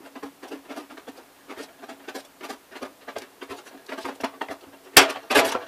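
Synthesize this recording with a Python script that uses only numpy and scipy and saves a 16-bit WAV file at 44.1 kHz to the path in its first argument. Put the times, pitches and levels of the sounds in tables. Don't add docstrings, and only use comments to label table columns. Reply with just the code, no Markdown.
import sys
import numpy as np
from scipy import signal
from scipy.fft import rfft, irfft
from scipy.io import wavfile
from scipy.ndimage import uniform_filter1d

SR = 44100
rng = np.random.default_rng(int(sys.argv[2]) if len(sys.argv) > 2 else 0)


def voltage_ratio(decibels):
    exponent = np.asarray(decibels, float) / 20
    return 10 ** exponent


def wav_out(sig):
    wavfile.write(sys.argv[1], SR, np.round(np.clip(np.atleast_2d(sig).T, -1, 1) * 32767).astype(np.int16))


N = 250047
SPAN = 8192

# frequency in Hz, level in dB, T60 in s.
DUCT_AIR = [(277.5, -5, 0.17), (300, -8, 0.084)]
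# frequency in Hz, level in dB, T60 in s.
WALL = [(375.4, 11, 0.19), (411.7, 10, 0.27), (449, 8, 0.18), (495, 7, 0.29), (615, -35.5, 0.14),
        (620, -0.5, 0.03), (662, 12.5, 0.2), (760, 4.5, 0.058), (824, -33, 0.13), (925, 7, 0.032),
        (975, -26, 0.18), (1080, -18, 0.3), (1160, 0.5, 0.026), (1214, 3, 0.15), (1383, -13, 0.69),
        (1520, -10, 0.21), (1594, 9.5, 0.028), (1670, -2.5, 0.28), (1810, 5, 0.043), (2000, -12, 0.068),
        (1890, -32, 0.089), (2184, -41.5, 0.04), (2533, -37.5, 0.04), (2600, -28, 0.054),
        (2740, 1.5, 0.076), (3090, -9, 0.26), (3370, -48.5, .1), (3420, -54, .12)]
# time in s, relative air level in dB.
AIR_SHARE = [(0, 2.5), (2.0, -4), (3.5, -8), (4.6, -4.5), (5.6, 6)]


def unit(x):
    return x / np.sqrt(np.mean(x ** 2) + 1e-20)


def band(x, low_hz, high_hz, order=2):
    sos = signal.butter(order, [low_hz, min(high_hz, .45 * SR)], "band", fs=SR, output="sos")
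    return signal.sosfilt(sos, x)


def rings(modes):
    hz, db, t60 = np.transpose(modes)[:, :, None]
    t = np.arange(SPAN) / SR
    return voltage_ratio(db - 60 * t / t60) * np.sin(2 * np.pi * hz * t)


def sheet(low_hz, high_hz, t60, count=1):
    t = np.arange(SPAN) / SR
    decay = voltage_ratio(-60 * t / t60) + 2.6 * voltage_ratio(-60 * t / 0.0079)
    tail = band(rng.standard_normal((count, SPAN)), low_hz, high_hz) * decay
    return tail / np.sqrt(np.mean(tail ** 2, axis=1, keepdims=True))


def slips(times, spread_db):
    u = np.arange(SPAN // 2) / SR / times[:, None]
    sizes = voltage_ratio(spread_db * np.minimum(rng.exponential(1, u.shape), 6)) * rng.standard_normal(u.shape)
    clumps = voltage_ratio(1.5 * unit(band(rng.standard_normal(u.shape), 80, 400)))
    burst = sizes * clumps * np.exp(-(u - 3) ** 2 / 2)
    return burst / np.sqrt(np.sum(burst ** 2, axis=1, keepdims=True))


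def add(out, s, burst, body, level_db):
    sound = signal.fftconvolve(burst, body)
    top = np.sqrt(np.max(uniform_filter1d(sound ** 2, size=440)) + 1e-20)
    piece = out[max(round(s * SR), 0):][:len(sound)]
    piece += voltage_ratio(level_db) / top * sound[:len(piece)]


def room_tone():
    # frequency in Hz, density in dB per Hz.
    tone_spectrum = [(35, -19), (65, -12.5), (100, -13.5), (170, -8.5), (280, -5.5), (700, -3), (1500, -9),
                     (3000, -14), (6000, -18.5), (12000, -18.5), (15300, -19.5)]
    hz, db = np.transpose(tone_spectrum)
    bins_hz = np.maximum(np.fft.rfftfreq(N, 1 / SR), 1)
    shape = voltage_ratio(np.interp(np.log(bins_hz), np.log(hz), db))
    return voltage_ratio(-53.5) * unit(irfft(rfft(rng.standard_normal(N)) * shape, N))


def workshop(x):
    echo_delay = np.zeros(round(0.012 * SR))
    tail = np.concatenate([echo_delay, sheet(120, 8500, 0.18)[0] / np.sqrt(SPAN)])
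    return voltage_ratio(-24.5) * signal.fftconvolve(x, tail)[:N]


def hum():
    t = np.arange(N) / SR
    air_mode = rings([(DUCT_AIR[0][0], 0, 0.34)])[0]
    line = signal.fftconvolve(rng.standard_normal(N + SPAN), air_mode)[SPAN:SPAN + N]
    level_db = -59 + np.interp(t, *np.transpose(AIR_SHARE))
    return voltage_ratio(level_db) * unit(band(line, 220, 340))


def sliding():
    # time in s, low wall level in dB, upper wall level in dB.
    slide_levels = [
        (0.0, -86, -87),
        (1.61, -64, -56),
        (1.99, -62, -77),
        (2.54, -68, -81),
        (3.98, -56, -58),
        (4.06, -49.5, -72),
        (4.86, -60, -78),
        (5.2, -59, -53),
        (5.67, -71, -51),
    ]
    s, low_db, upper_db = np.transpose(slide_levels)
    t = np.arange(N) / SR
    lumps = voltage_ratio(5.8 * unit(band(rng.standard_normal(N), 10.5, 83)))
    rub = band(lumps * rng.standard_normal(N), 314, 6400, order=4)
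    low_body = rings(WALL[:9]).sum(axis=0) + voltage_ratio(8.0) * rings(DUCT_AIR).sum(axis=0)
    upper_body = rings(WALL[9:]).sum(axis=0) + voltage_ratio(-9) * sheet(970, 4500, 0.12)[0]
    low = unit(signal.fftconvolve(rub, low_body)[:N])
    upper = unit(signal.fftconvolve(rub, upper_body)[:N])
    return voltage_ratio(np.interp(t, s, low_db)) * low + voltage_ratio(np.interp(t, s, upper_db)) * upper


def bench():
    # time in s, level in dB.
    thud_events = [(0.238, -58), (0.515, -76), (0.76, -73), (1.084, -62), (1.577, -60), (1.922, -78),
                   (2.145, -79), (2.493, -67), (2.825, -56), (3.167, -54), (3.502, -51), (4.042, -54),
                   (4.228, -54), (4.496, -54), (4.673, -58), (4.968, -48), (5.38, -42), (5.55, -46)]
    out = np.zeros(N)
    thud = rings([(100.7, -32, 0.26), (150, -24, 0.14)]).sum(axis=0)
    pushes = np.abs(slips(np.full(len(thud_events), .003), spread_db=2.5))
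    for (s, level_db), push in zip(thud_events, pushes):
        add(out, s - .012, push, thud, level_db + 7.5)
    return signal.sosfilt(signal.butter(4, 68, "high", fs=SR, output="sos"), out)


def rumble(clanks):
    shake = np.sqrt(uniform_filter1d(clanks ** 2, size=660))
    return voltage_ratio(-33.5) * shake * unit(band(rng.standard_normal(N), 78, 118))


def pings():
    # time in s, level in dB, frequency in Hz, T60 in s.
    lone_pings = [
        (0.482, -54, 5360, .08),
        (0.003, -39.5, 328, 0.032),
        (3.163, -25.5, 540, 0.011),
        (3.865, -48.5, 4300, 0.017),
        (4.240, -39, 760, 0.091),
        (4.484, -38.5, 1933, 0.11),
        (4.609, -59, 4300, .04),
        (5.550, -20, 620, 0.015),
    ]
    out = np.zeros(N)
    bursts = slips(np.full(len(lone_pings), .0008), spread_db=-6.0)
    for (s, level_db, hz, t60), burst in zip(lone_pings, bursts):
        pair = [(hz, 0, t60), (1.06 * hz, -6, t60)]
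        add(out, s, burst, rings(pair).sum(axis=0), level_db)
    return band(out, 300, 9000)


def blades(rasps):
    # frequency in Hz, level in dB, T60 in s.
    edge_modes = [(3447, 7, 0.1), (4710, 7, 0.054), (4770, 16, 0.029), (5800, 11, 0.06), (6520, -14, 0.028)]
    s, edge_db, hiss_db, time_s = np.transpose(rasps)
    time_s = np.clip(time_s, .0005, .014)
    edge, grip = rings(edge_modes), rng.normal(0, 6.9, (len(s), len(edge_modes)))
    middle = sheet(2320, 5530, 0.098, count=len(s))
    hiss = sheet(6200, 12400, 0.071, count=len(s))
    out = np.zeros(N)
    for k, burst in enumerate(slips(time_s, spread_db=3.0)):
        start = s[k] - 3.0 * time_s[k] - .0015
        edge_body = voltage_ratio(-8.5) * unit(voltage_ratio(grip[k]) @ edge) + middle[k]
        add(out, start, burst, edge_body, edge_db[k] - .3)
        add(out, start, burst, hiss[k], edge_db[k] + hiss_db[k] - .3)
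    return out


def brightness(zone_hz):
    return -7 + 3.5 * np.log2(zone_hz / 700)


def strokes():
    # top in s, lower wall level in dB,
    # loudest wall zone in Hz, swell time in s, relative blade rasp in dB.
    crunches = [(.163, -37.5, 1120, 0.0058, -27), (.435, -38.5, 500, 0.0057, -15),
                (.714, -34.5, 1200, 0.013, -19.5), (.912, -42, 686, 0.0093, -14),
                (.98, -39.5, 1670, 0.0043, -19), (1.085, -35.5, 452, 0.0079, -17),
                (1.511, -35, 920, 0.016, -20), (1.838, -37, 623, 0.011, -24), (2.09, -32, 1480, 0.0063, -15.5),
                (2.413, -39.5, 1190, .004, -24), (2.444, -34.5, 1184, 0.012, -9.5),
                (2.728, -42.5, 1650, 0.0073, -24), (2.766, -37, 1740, 0.0098, -14),
                (3.091, -34, 1690, .008, -26), (3.169, -27, 443, 0.0051, -24),
                (3.227, -41.5, 1730, 0.012, -17), (3.426, -33, 780, 0.0064, -18.5),
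                (3.898, -35.5, 1830, 0.0062, -20), (3.927, -30.5, 630, 0.01, -21),
                (4.207, -35, 780, 0.0026, -8.5), (4.243, -21.5, 920, 0.0031, -18.5),
                (4.419, -25.5, 1010, 0.0033, -24.5), (4.49, -36.5, 700, .0035, -25),
                (4.514, -29.5, 452, 0.01, -17.5)]
    releases = [(0.236, -33, 387, .0049, -18), (.527, -33.5, 400, 0.0092, -18.5),
                (.778, -33, 343, .012, -13.5), (1.607, -33.5, 513, 0.013, -15), (1.901, -36, 820, .01, -16),
                (2.161, -32, 474, .008, -8.5), (2.505, -31, 800, 0.0091, -11),
                (2.829, -30, 413, 0.0066, -17), (3.514, -32, 434, .013, -16),
                (3.986, -31.5, 662, 0.0065, -14.5), (4.058, -28.5, 980, .007, -16.5),
                (4.092, -29, 504, 0.0067, -24)]
    # top in s, lower wall level in dB, loudest
    # wall zone in Hz, # relative duct air in dB.
    shifts = [(.016, -50, 415, 2.5), (.061, -42, 650, -17), (0.179, -47, 406, -19), (0.45, -39, 420, -12),
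              (0.486, -47.5, 667, 0), (.585, -54, 670, 0), (.658, -48, 1300, -10), (0.834, -49, 870, 3),
              (.935, -53, 726, 12), (3.026, -48, 2100, -15), (1.164, -50, 678, -7),
              (1.188, -41.5, 514, -17), (1.581, -36.5, 390, -6), (1.695, -48, 640, -26),
              (1.797, -49, 594, 0), (2.006, -49.5, 1593, -3), (2.05, -50, 2000, -15),
              (2.253, -51, 678, -22), (2.906, -59, 1701, 9), (3.589, -41.5, 408, -14),
              (3.675, -45, 1700, -7), (3.722, -47.5, 700, -4), (3.749, -44, 403, 4), (4.17, -56, 683, -10),
              (4.346, -44.5, 690, -2), (4.638, -42.5, 372, -16.5), (4.679, -55, 490, 11),
              (4.741, -45, 593, -5), (4.873, -44, 404, -10), (4.945, -43, 430, -19)]
    # top in s, edge level in dB,
    # relative hiss in dB, swell time in s.
    grazes = [(.065, -59, 0, 0.017), (.487, -52, -3, 0.0063), (1.178, -52, -7, 0.007),
              (1.585, -50, -4, .009), (1.636, -44, -6, 0.0086), (2.204, -47.5, -5, 0.0058),
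              (2.253, -51.5, -3, 0.0027), (3.186, -41, -5, 0.0017), (3.222, -45.5, -4, 0.0011),
              (3.582, -47, -8, 0.016), (3.676, -51.5, -1.5, 0.016), (3.865, -55, 2.5, 0.00084),
              (4.025, -43.5, -12, 0.021), (4.157, -53.5, -2, 0.0041), (4.612, -55, -18, 0.0029),
              (4.851, -57, -7, 0.011), (4.971, 0, -5.5, 0.001), (4.984, -22, -9, 0.0052),
              (5.022, -36.5, -1, 0.0099), (5.104, -35.5, -4, 0.005), (5.132, -53, -3, 0.011),
              (5.164, -63, -2, 0.013), (5.317, -29, -6.5, 0.0075), (5.358, -26, -3.5, 0.0055),
              (5.378, -27, -1, 0.0074), (5.393, -25, -4.5, 0.0094), (5.454, -31.5, -4.5, 0.0034),
              (5.468, -39, 3, 0.0091), (5.49, -33.5, -5, 0.0089), (5.523, -33.5, -5, 0.0029)]

    rebounds = [(s + .027, db - 11, 574, .0095, rasp_db + 4) for s, db, _, _, rasp_db in releases]
    kinds = [(crunches, -2, 0.0047, -5), (releases, 0, 0, -4.5), (rebounds, 1, 0, -4.5)]
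    wall, rasps = [], list(grazes)
    for rows, air_db, lag_s, hiss_db in kinds:
        for s, db, hz, swell_s, rasp_db in rows:
            air_now_db = air_db + np.interp(s, *np.transpose(AIR_SHARE))
            wall.append((s, db, air_now_db, hz, brightness(hz), swell_s))
            rasps.append((s + lag_s, db + rasp_db, hiss_db, swell_s))
    for s, db, hz, air_db in shifts:
        wall.append((s, db, air_db, hz, brightness(hz) + 0.5, 0.0095))
    return wall, rasps


def landings():
    # top in s, lower wall level in dB, loudest wall zone in Hz, swell time in s,
    # relative upper wall in dB.
    clank_events = [(4.972, -8.5, 1830, .0023, 2), (4.98, -8.5, 910, 0.0042, -6.5),
                    (4.99, -16, 442, 0.0081, 2), (5.023, -23, 1270, 0.012, 1),
                    (5.05, -25.5, 690, .0076, -7), (5.098, -27, 1320, 0.012, -2.5),
                    (5.163, -32, 753, 0.0099, -6.5), (5.242, -43.5, 660, .013, -18),
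                    (5.312, -22, 776, .0046, -1.5), (5.332, -24, 820, 0.0078, -5),
                    (5.365, -13, 664, 0.0098, -4), (5.395, -17.5, 1120, 0.0082, -2),
                    (5.42, -19.5, 660, 0.0065, -16), (5.451, -24, 650, .012, -7),
                    (5.485, -29, 660, .011, -8), (5.519, -27, 1570, .012, -4.5),
                    (5.555, -22.5, 520, .0063, -27), (5.612, -41, 925, .015, -12),
                    (5.631, -38, 820, 0.009, -7)]
    air_db = -14
    return [(s, db, air_db, hz, upper_db, swell_s) for s, db, hz, swell_s, upper_db in clank_events]


def duct(events, damping, sheet_db, zone_db, spread_db):
    s, wall_db, air_db, zone_hz, upper_db, time_s = np.transpose(events)
    time_s = np.clip(time_s, .001, .014)
    t = np.arange(SPAN) / SR
    wall, air = rings(WALL) * voltage_ratio(-damping * t), rings(DUCT_AIR)
    hz = np.array(WALL)[:, 0]
    grip = rng.normal(0, 3.5, (len(s), len(hz) + len(air)))
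    low = hz < 1150
    low_sheet = sheet(357, 1198, 0.16, count=len(s))
    high_sheet = sheet(1070, 3170, 0.16, count=len(s))
    out = np.zeros(N)
    for k, burst in enumerate(slips(time_s, spread_db)):
        nearness = np.exp(-(np.log2(hz / zone_hz[k]) / 0.22) ** 2)
        strength = voltage_ratio(grip[k, :len(hz)] + zone_db * nearness)
        start = s[k] - 3.0 * time_s[k] - .003
        lower = unit(strength * low @ wall) + voltage_ratio(sheet_db) * low_sheet[k]
        upper = unit(strength * ~low @ wall) + voltage_ratio(sheet_db) * high_sheet[k]
        add(out, start, burst, lower, wall_db[k] - .3)
        add(out, start, burst, upper, wall_db[k] + upper_db[k] - .3)
        add(out, start, burst, voltage_ratio(grip[k, len(hz):]) @ air, wall_db[k] + air_db[k] - .3)
    return signal.sosfilt(signal.butter(8, 242, "high", fs=SR, output="sos"), out)


def scene():
    wall, rasps = strokes()
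    cutting = duct(wall, damping=420, sheet_db=-1.0, zone_db=14.0, spread_db=3.0)
    clanks = duct(landings(), damping=76, sheet_db=3, zone_db=20.0, spread_db=2.5)
    snap_s = 4.9677
    before = snap_s - np.arange(N) / SR
    strain = np.where((before > 0) & (before < .012), voltage_ratio(-14), 1)
    near = cutting + strain * (clanks + blades(rasps)) + pings() + bench() + rumble(clanks)
    return (near + workshop(near) + sliding() + room_tone() + hum())[None]


def band_limit(x):
    return signal.sosfilt(signal.butter(12, 16470, fs=SR, output="sos"), x)


def record(dry):
    overload = .67
    cut = signal.sosfilt(signal.ellip(10, .5, 70, 15150, fs=SR, output="sos"), dry)
    flat = cut / (1 + np.abs(cut / overload) ** 6) ** (1 / 6)
    mix = signal.sosfiltfilt(signal.cheby2(10, 35, 16600, fs=SR, output="sos"), flat)
    return band_limit(mix)


dry = scene()
out = record(dry)
wav_out(out)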